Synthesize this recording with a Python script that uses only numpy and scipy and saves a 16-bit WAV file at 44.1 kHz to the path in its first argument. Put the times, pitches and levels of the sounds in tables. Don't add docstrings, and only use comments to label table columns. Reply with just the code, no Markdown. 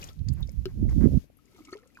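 import sys
import numpy as np
from scipy import signal
from scipy.fft import rfft, irfft, next_fast_len
from scipy.io import wavfile
from scipy.ndimage import uniform_filter1d

SR = 44100
rng = np.random.default_rng(int(sys.argv[2]) if len(sys.argv) > 2 else 0)


def unload_audio(sound):
    columns = np.transpose(np.atleast_2d(sound))
    steps = np.round(np.clip(columns, -1, 1) * 32767)
    wavfile.write(sys.argv[1], SR, steps.astype(np.int16))


N = 88200
BUBBLE_RISE = 0.09


def slap(crack_t60_s=0.017, crack_attack_s=0.00042):
    # start_s, ring_db, crack_db
    hits = [(.6555, -18.5, -33.5), (0.6633, -24.5, -55)]
    # pitch_hz, level_db, t60_s, attack_s
    can_modes = [(372, 4, 0.04, 0.008), (292, -8.5, 0.044, 0.011), (1370, -20.5, 0.027, 0.00091),
                 (1543, -18, 0.019, 0.0012), (2470, -33, 0.036, .001), (3130, -26, .022, .001)]
    # freq_hz, level_db
    crack_colour = [(400, -1), (850, -20), (1400, 2.5), (1950, -25), (2800, 7), (4200, 2), (5800, -1),
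                    (8000, -18.5), (13000, -7), (16000, -32)]
    out = np.zeros(N)
    for start_s, ring_db, crack_db in hits:
        t = clock() - start_s
        ring = sum(amp(db) * np.sin(2 * np.pi * hz * t) * decay(start_s, t60_s, attack_s)
                   for hz, db, t60_s, attack_s in can_modes)
        crack = noise(crack_colour)[0] * decay(start_s, crack_t60_s, crack_attack_s)
        out += amp(ring_db) * ring + amp(crack_db) * crack
    return pan(5) * out


def filling(gulp_db=5.5, gulp_hz=40.4, close_s=1.843, close_db_per_s=110):
    # time_s, level_db
    inflow = [(1.3, -80), (1.44, -77), (1.54, -60.5), (1.595, -57), (1.63, -68), (1.69, -54.5), (1.74, -50),
              (1.785, -58), (1.81, -64), (2, -72.5)]
    # pitch_hz, width_hz, level_db, glide_exponent
    resonances = [(325, 84, 4, 1), (1285, 110, -5, 0.098), (2150, 260, -7, .03)]
    # time_s, pitch_hz
    air_note = [(1.56, 403), (1.6, 313), (1.654, 260), (1.7, 339), (1.76, 418), (1.87, 530)]
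    splashes = patter(per_s=1000)
    glide = np.interp(clock(), *np.transpose(air_note)) / resonances[0][0]
    hollow = unit(sum(amp(db + gulp_db * waver(gulp_hz)) * resonate(splashes, hz * glide ** k, width_hz)
                      for hz, width_hz, db, k in resonances))
    hollow *= fade(close_s, close_db_per_s)
    fizz = amp(-12) * froth(per_s=350, typical_hz=5300, scatter=0.4, cycles=10)
    glugs = amp(-11) * froth(per_s=87, typical_hz=823, scatter=0.477, cycles=20)
    flow = level(inflow) * (clock() > inflow[0][0])
    return flow * pan(3.5) * (hollow + fizz + glugs)


def bubbles(pitch_waver=0.013, flicker_db=1.5, attack_s=0.00099):
    # start_s, pitch_hz, level_db, t60_s, pan_db
    rings = [(0.103, 1295, -57, 0.089, -8), (.0257, 2460, -34, 0.027, 5), (.03, 2850, -34.5, 0.026, 5),
             (.087, 3430, -38.5, 0.017, 12), (.4286, 3610, -31, .016, 7), (.437, 3560, -46, 0.021, 5),
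             (.488, 526, -45, .035, 6), (.49, 2200, -49.5, .025, 1.5), (1.369, 11200, -55.5, 0.035, 12.5),
             (1.388, 1246, -59, .043, 1), (1.586, 1197, -53, 0.057, -3.5), (1.62, 2200, -54.5, 0.034, 0),
             (1.672, 2220, -48.5, 0.055, -2), (1.685, 1234, -49, 0.1, -2), (1.7266, 365, -31, 0.053, 3.5),
             (1.727, 4360, -38.5, 0.026, 10.5), (1.73, 6270, -46, .03, 5), (1.73, 2084, -42, 0.03, 3),
             (1.731, 1264, -32, 0.029, -1), (1.734, 1766, -34, 0.018, -4), (1.753, 413.5, -38, 0.089, 3.5),
             (1.831, 1800, -56, 0.027, -3), (1.851, 1360, -57, 0.035, -4), (1.902, 1960, -57, 0.026, 0),
             (1.859, 490, -51, 0.038, 2.5), (1.953, 2450, -52.5, 0.089, 0.5),
             (1.972, 1494, -32.5, 0.013, -1.5), (1.987, 1040, -50, 0.11, -5)]
    out = np.zeros((2, N))
    unsteady = 1 + pitch_waver * waver(rate_hz=300)
    for start_s, hz, db, t60_s, pan_db in rings:
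        age = np.clip((clock() - start_s) / t60_s, 0, 1)
        pitch_hz = hz * unsteady * (1 + BUBBLE_RISE * age)
        phase = 2 * np.pi * np.cumsum(pitch_hz * (clock() > start_s)) / SR
        out += amp(db) * pan(pan_db) * np.sin(phase) * decay(start_s, t60_s, attack_s)
    return out * amp(flicker_db * waver(rate_hz=420))


def drops(log_width=0.31, attack_s=0.0017, crest_db=5):
    # start_s, peak_db, centre_hz, t60_s, pan_db
    impacts = [(0.015, -41, 4700, .03, 17), (0.029, -39, 6000, 0.017, 19), (0.0399, -27.5, 5730, 0.013, 18),
               (0.044, -38.5, 7600, 0.017, 8), (.074, -41, 6300, 0.021, 9), (0.089, -37, 4200, 0.015, 13),
               (.099, -50, 4370, 0.038, 11), (.131, -40, 6560, 0.0086, 7), (.191, -46, 3860, 0.012, 11.5),
               (.284, -32, 1980, 0.005, 11.5), (0.2857, -23.5, 5120, 0.011, 8.5),
               (0.329, -38, 7500, 0.0092, 2), (0.3363, -39.5, 10300, 0.0084, 21.5),
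               (.407, -31, 13400, 0.0046, 21), (0.426, -41, 5140, 0.015, 6), (.473, -39, 5400, 0.012, 4),
               (.493, -35, 5760, 0.0075, 14.5), (.518, -42, 10800, .008, 16.5),
               (0.889, -45, 1880, 0.0216, 2), (0.895, -46.5, 5630, .035, 9), (1.455, -47.5, 5900, 0.014, 3),
               (1.65, -42, 6200, 0.027, 4.5), (1.648, -46.5, 2970, 0.037, 3.5), (1.77, -40, 3770, 0.014, 4),
               (1.874, -49, 6900, 0.017, 10.5), (1.948, -41.5, 6300, 0.0055, 13),
               (1.972, -46, 5450, 0.013, -3)]
    out = np.zeros((2, N))
    for start_s, peak_db, centre_hz, t60_s, pan_db in impacts:
        band = lambda hz: 1 / (1 + np.abs(np.log((hz + 1) / centre_hz) / log_width) ** 3)
        tick = unit(filtered(rng.standard_normal(N), band))
        out += amp(peak_db - crest_db) * pan(pan_db) * tick * decay(start_s, t60_s, attack_s)
    return out


def shower():
    # time_s, level_db
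    flow = [(0, -57), (.03, -49), (.06, -56.5), (.09, -55), (.11, -60.5), (.135, -84), (.25, -84.5),
            (.3, -65.5), (.5, -74), (.65, -87)]
    # freq_hz, level_db
    colour = [(20, -35), (150, 9), (650, 8.5), (1100, 6.5), (1700, 3.5), (3200, -3.5), (7000, -6.5),
              (9000, -21.5), (12500, -2.5), (16000, -19)]
    foam = amp(-6.5) * froth(per_s=500, typical_hz=3474, scatter=0.32, cycles=120)
    spatter = coloured(patter(per_s=5000), colour)
    return level(flow) * pan(1.5) * (spatter + foam)


def swishes(attack_s=0.0053, t60_s=0.044, spread=0.063):
    # start_s, length_s, level_db
    moves = [(0.367, 0.052, -60.5), (0.677, 0.037, -64), (0.884, 0.045, -57.5), (1.003, 0.058, -52)]
    # freq_hz, level_db
    colour = [(300, 6.5), (700, 8.5), (1000, 8.5), (1400, 4), (2100, 5.5), (2700, -10.5), (6000, -8.5),
              (10000, -27.5)]
    envelope = np.zeros(N)
    for start_s, length_s, db in moves:
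        rise = np.clip((clock() - start_s) / attack_s, 0, 1)
        envelope += amp(db) * rise * fade(start_s + length_s, 60 / t60_s)
    return envelope * pan(1) * unit(noise(colour) + spread * noise(colour, channels=2))


def wind(ceiling_db=-14.5):
    # time_s, level_db
    gust_left = [(0, -43.5), (.17, -51), (.38, -44.5), (.43, -39.5), (.53, -51), (.62, -40.5), (.75, -43.5),
                 (.81, -30), (.85, -35.5), (.89, -26), (.99, -33), (1.05, -51.5), (1.115, -28.5),
                 (1.17, -35.5), (1.225, -44.5), (1.27, -57.5)]
    gust_right = [(0.1, -50), (0.15, -54), (0.212, -28), (0.238, -36.5), (0.312, -25), (0.376, -36.5),
                  (0.42, -30), (0.528, -42), (0.588, -34), (0.624, -37), (0.666, -36.5), (0.698, -44),
                  (0.856, -21.5), (0.918, -26.5), (1.07, -15), (1.1, -31.5), (1.162, -13), (1.19, -31)]
    flutter_mix = [(.2, -25), (.3, -18), (.4, -22.5), (.7, -25.5), (.79, -6), (.835, -4), (.92, -16.5),
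                   (1.0, -10), (1.06, 3.5), (1.1, -2), (1.17, -8)]
    # freq_hz, level_db
    eddy_colour = [(8, -59), (18, -28.5), (30, -6.5), (58, 2.5), (90, -5), (150, -10), (220, -18.5),
                   (320, -33), (500, -53.5), (1000, -71.5), (2000, -120)]
    flutter_colour = [(12, -73.5), (50, -39.5), (130, 3), (200, 3), (290, -2.5), (400, -16), (550, -20.5),
                      (750, -35.5), (1100, -54), (2200, -85.5)]
    left = level(gust_left) * np.interp(clock(), [1.26, 1.4], [1, 0.45])
    right = amp(4.5) * level(gust_right) * fade(start_s=1.185, db_per_s=1411)
    ports = []
    for gust, flutter_db in ((left, -6.5), (right, 0)):
        bright = amp(flutter_db) * level(flutter_mix)
        buffet = turbulence(eddy_colour) + bright * turbulence(flutter_colour)
        ports.append(np.minimum(gust, amp(ceiling_db)) * buffet / np.sqrt(1 + bright ** 2))
    return np.array(ports)


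def thumps(width_cycles=0.53):
    # centre_s, pitch_hz, peak_db
    eddies = [(.211, 69, -21.5), (0.27, 107, -19.5), (.305, 91, -16), (0.319, 106, -17.5),
              (.424, 68, -21.5), (0.591, 56, -17.5), (.829, 249, -12.5), (0.854, 59, -13.5),
              (.966, 228, -13.5), (0.98, 208, -11), (1.042, 242, -5.5), (1.059, 305, -5),
              (1.072, 118, -8.5), (1.132, 223, -15), (1.176, 166, -10), (1.243, 475, -46.5),
              (1.302, 532, -45.5)]
    right = np.zeros(N)
    for centre_s, hz, db in eddies:
        turns = (clock() - centre_s) * hz
        right += amp(db) * np.cos(2 * np.pi * turns) * np.exp(-(turns / width_cycles) ** 2 / 2)
    return np.array([np.zeros(N), right])


def echo(x):
    tail = rng.standard_normal((2, N)) * decay(start_s=0.002, t60_s=0.043, attack_s=0.0033)
    return signal.fftconvolve(x, tail / np.linalg.norm(tail[0]), axes=1)[:, :N]


def air(hiss_right_db=-10.5):
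    # time_s, level_db
    swell = [(0, -48), (.15, -61), (.25, -65.5), (.4, -62), (.87, -60.5), (.9, -53), (1.05, -53),
             (1.16, -53), (1.24, -58), (1.28, -72), (1.45, -68), (1.6, -58.5), (1.85, -71.5), (2, -63.5)]
    # freq_hz, level_db
    hiss_colour = [(300, 18), (1000, -2.5), (2600, 0), (3500, 1), (6300, 1), (8700, -8), (12500, 0),
                   (16000, -16.5)]
    air_colour = [(8, -40.5), (25, -16.5), (65, -1.5), (140, -4), (280, 2.5), (450, -17), (900, -22),
                  (1700, -24), (2600, -20), (3500, -29.5), (6000, -47.5), (12000, -26), (16000, -47.5)]
    hiss = level(swell) * amp([[0], [hiss_right_db]]) * noise(hiss_colour, channels=2)
    return amp(-66) * pan(5.5) * noise(air_colour, channels=2) + hiss


def froth(per_s, typical_hz, scatter, cycles, size_db=3, pool=1200):
    start, pitch = rng.random(pool), rng.standard_normal(pool)
    size, side = rng.exponential(1, pool), rng.uniform(-1.9, 1, pool)
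    k = np.arange(SR // 25)
    turns = typical_hz * np.exp(scatter * np.clip(pitch, -2, 2))[:, None] * k / SR
    age = turns / cycles
    phase = 2 * np.pi * turns * (1 + BUBBLE_RISE * np.minimum(age, 1) / 2)
    rings = np.sin(phase) * (1 - np.exp(-turns)) * np.exp(-np.log(1000) * age)
    gain = np.clip(per_s * N / SR - np.arange(pool), 0, 1) * amp(size_db * np.minimum(size, 2))
    at = ((start * N).astype(int)[:, None] + k).ravel()
    panned = [rings * (gain * (1 + ear * side / 2))[:, None] for ear in (1, -1)]
    return unit(np.array([np.bincount(at, x.ravel(), N)[:N] for x in panned]))


def patter(per_s, pool=16000):
    at = (rng.random(pool) * N).astype(int)
    size, side = rng.uniform(0.39, 2.6, pool), rng.uniform(-1.1, 1, pool)
    active = np.clip(per_s * N / SR - np.arange(pool), 0, 1)
    kicks = active * size * np.sign(rng.standard_normal(pool))
    return np.array([np.bincount(at, kicks * (1 + ear * side * 0.57), N) for ear in (1, -1)])


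def turbulence(colour):
    x = noise(colour)[0]
    power = uniform_filter1d(uniform_filter1d(x * x, size=900), size=900)
    return x / np.sqrt(np.abs(power) + 0.02)


def resonate(x, hz, width_hz):
    carrier = np.exp(2j * np.pi * np.cumsum(hz) / SR)
    pole = np.exp(-np.pi * width_hz / SR)
    return unit((carrier * signal.lfilter([1], np.poly([pole, pole]), x / carrier)).real)


def waver(rate_hz):
    return unit(filtered(rng.standard_normal(N), lambda hz: np.exp(-(hz / rate_hz) ** 2)))


def noise(colour, channels=1):
    return coloured(rng.standard_normal((channels, N)), colour)


def coloured(x, colour):
    freq_hz, db = np.transpose(colour)
    return unit(filtered(x, lambda hz: amp(np.interp(np.log(hz + 1), np.log(freq_hz), db))))


def filtered(x, response):
    m = next_fast_len(N + SR // 2)
    return irfft(rfft(x, m) * response(np.fft.rfftfreq(m, 1 / SR)), m)[..., :N]


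def lead(x, lead_s):
    return filtered(x, lambda hz: np.exp(1j * np.pi * hz * lead_s * np.array([[1], [-1]])))


def decay(start_s, t60_s, attack_s):
    t = np.maximum(clock() - start_s, 0)
    return (1 - np.exp(-t / attack_s)) * np.exp(-np.log(1000) * t / t60_s)


def fade(start_s, db_per_s):
    return amp(-db_per_s * np.maximum(clock() - start_s, 0))


def level(points):
    return amp(np.interp(clock(), *np.transpose(points)))


def pan(db):
    return amp(np.array([[db], [-db]]) / 2)


def amp(db):
    return 10 ** (np.asarray(db) / 20)


def unit(x):
    return x / np.sqrt(np.mean(x ** 2) + 1e-20)


def clock():
    return np.arange(N) / SR


def scene():
    flung = lead(shower() + drops(), lead_s=0.0004236)
    can = lead(bubbles() + slap() + swishes() + filling(), lead_s=0.00012)
    water = flung + can
    return water + amp(-12.5) * echo(water) + wind() + thumps() + air()


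def record(dry, top_hz=16300):
    return filtered(dry, lambda hz: hz < top_hz)


dry = scene()
out = record(dry)
unload_audio(out)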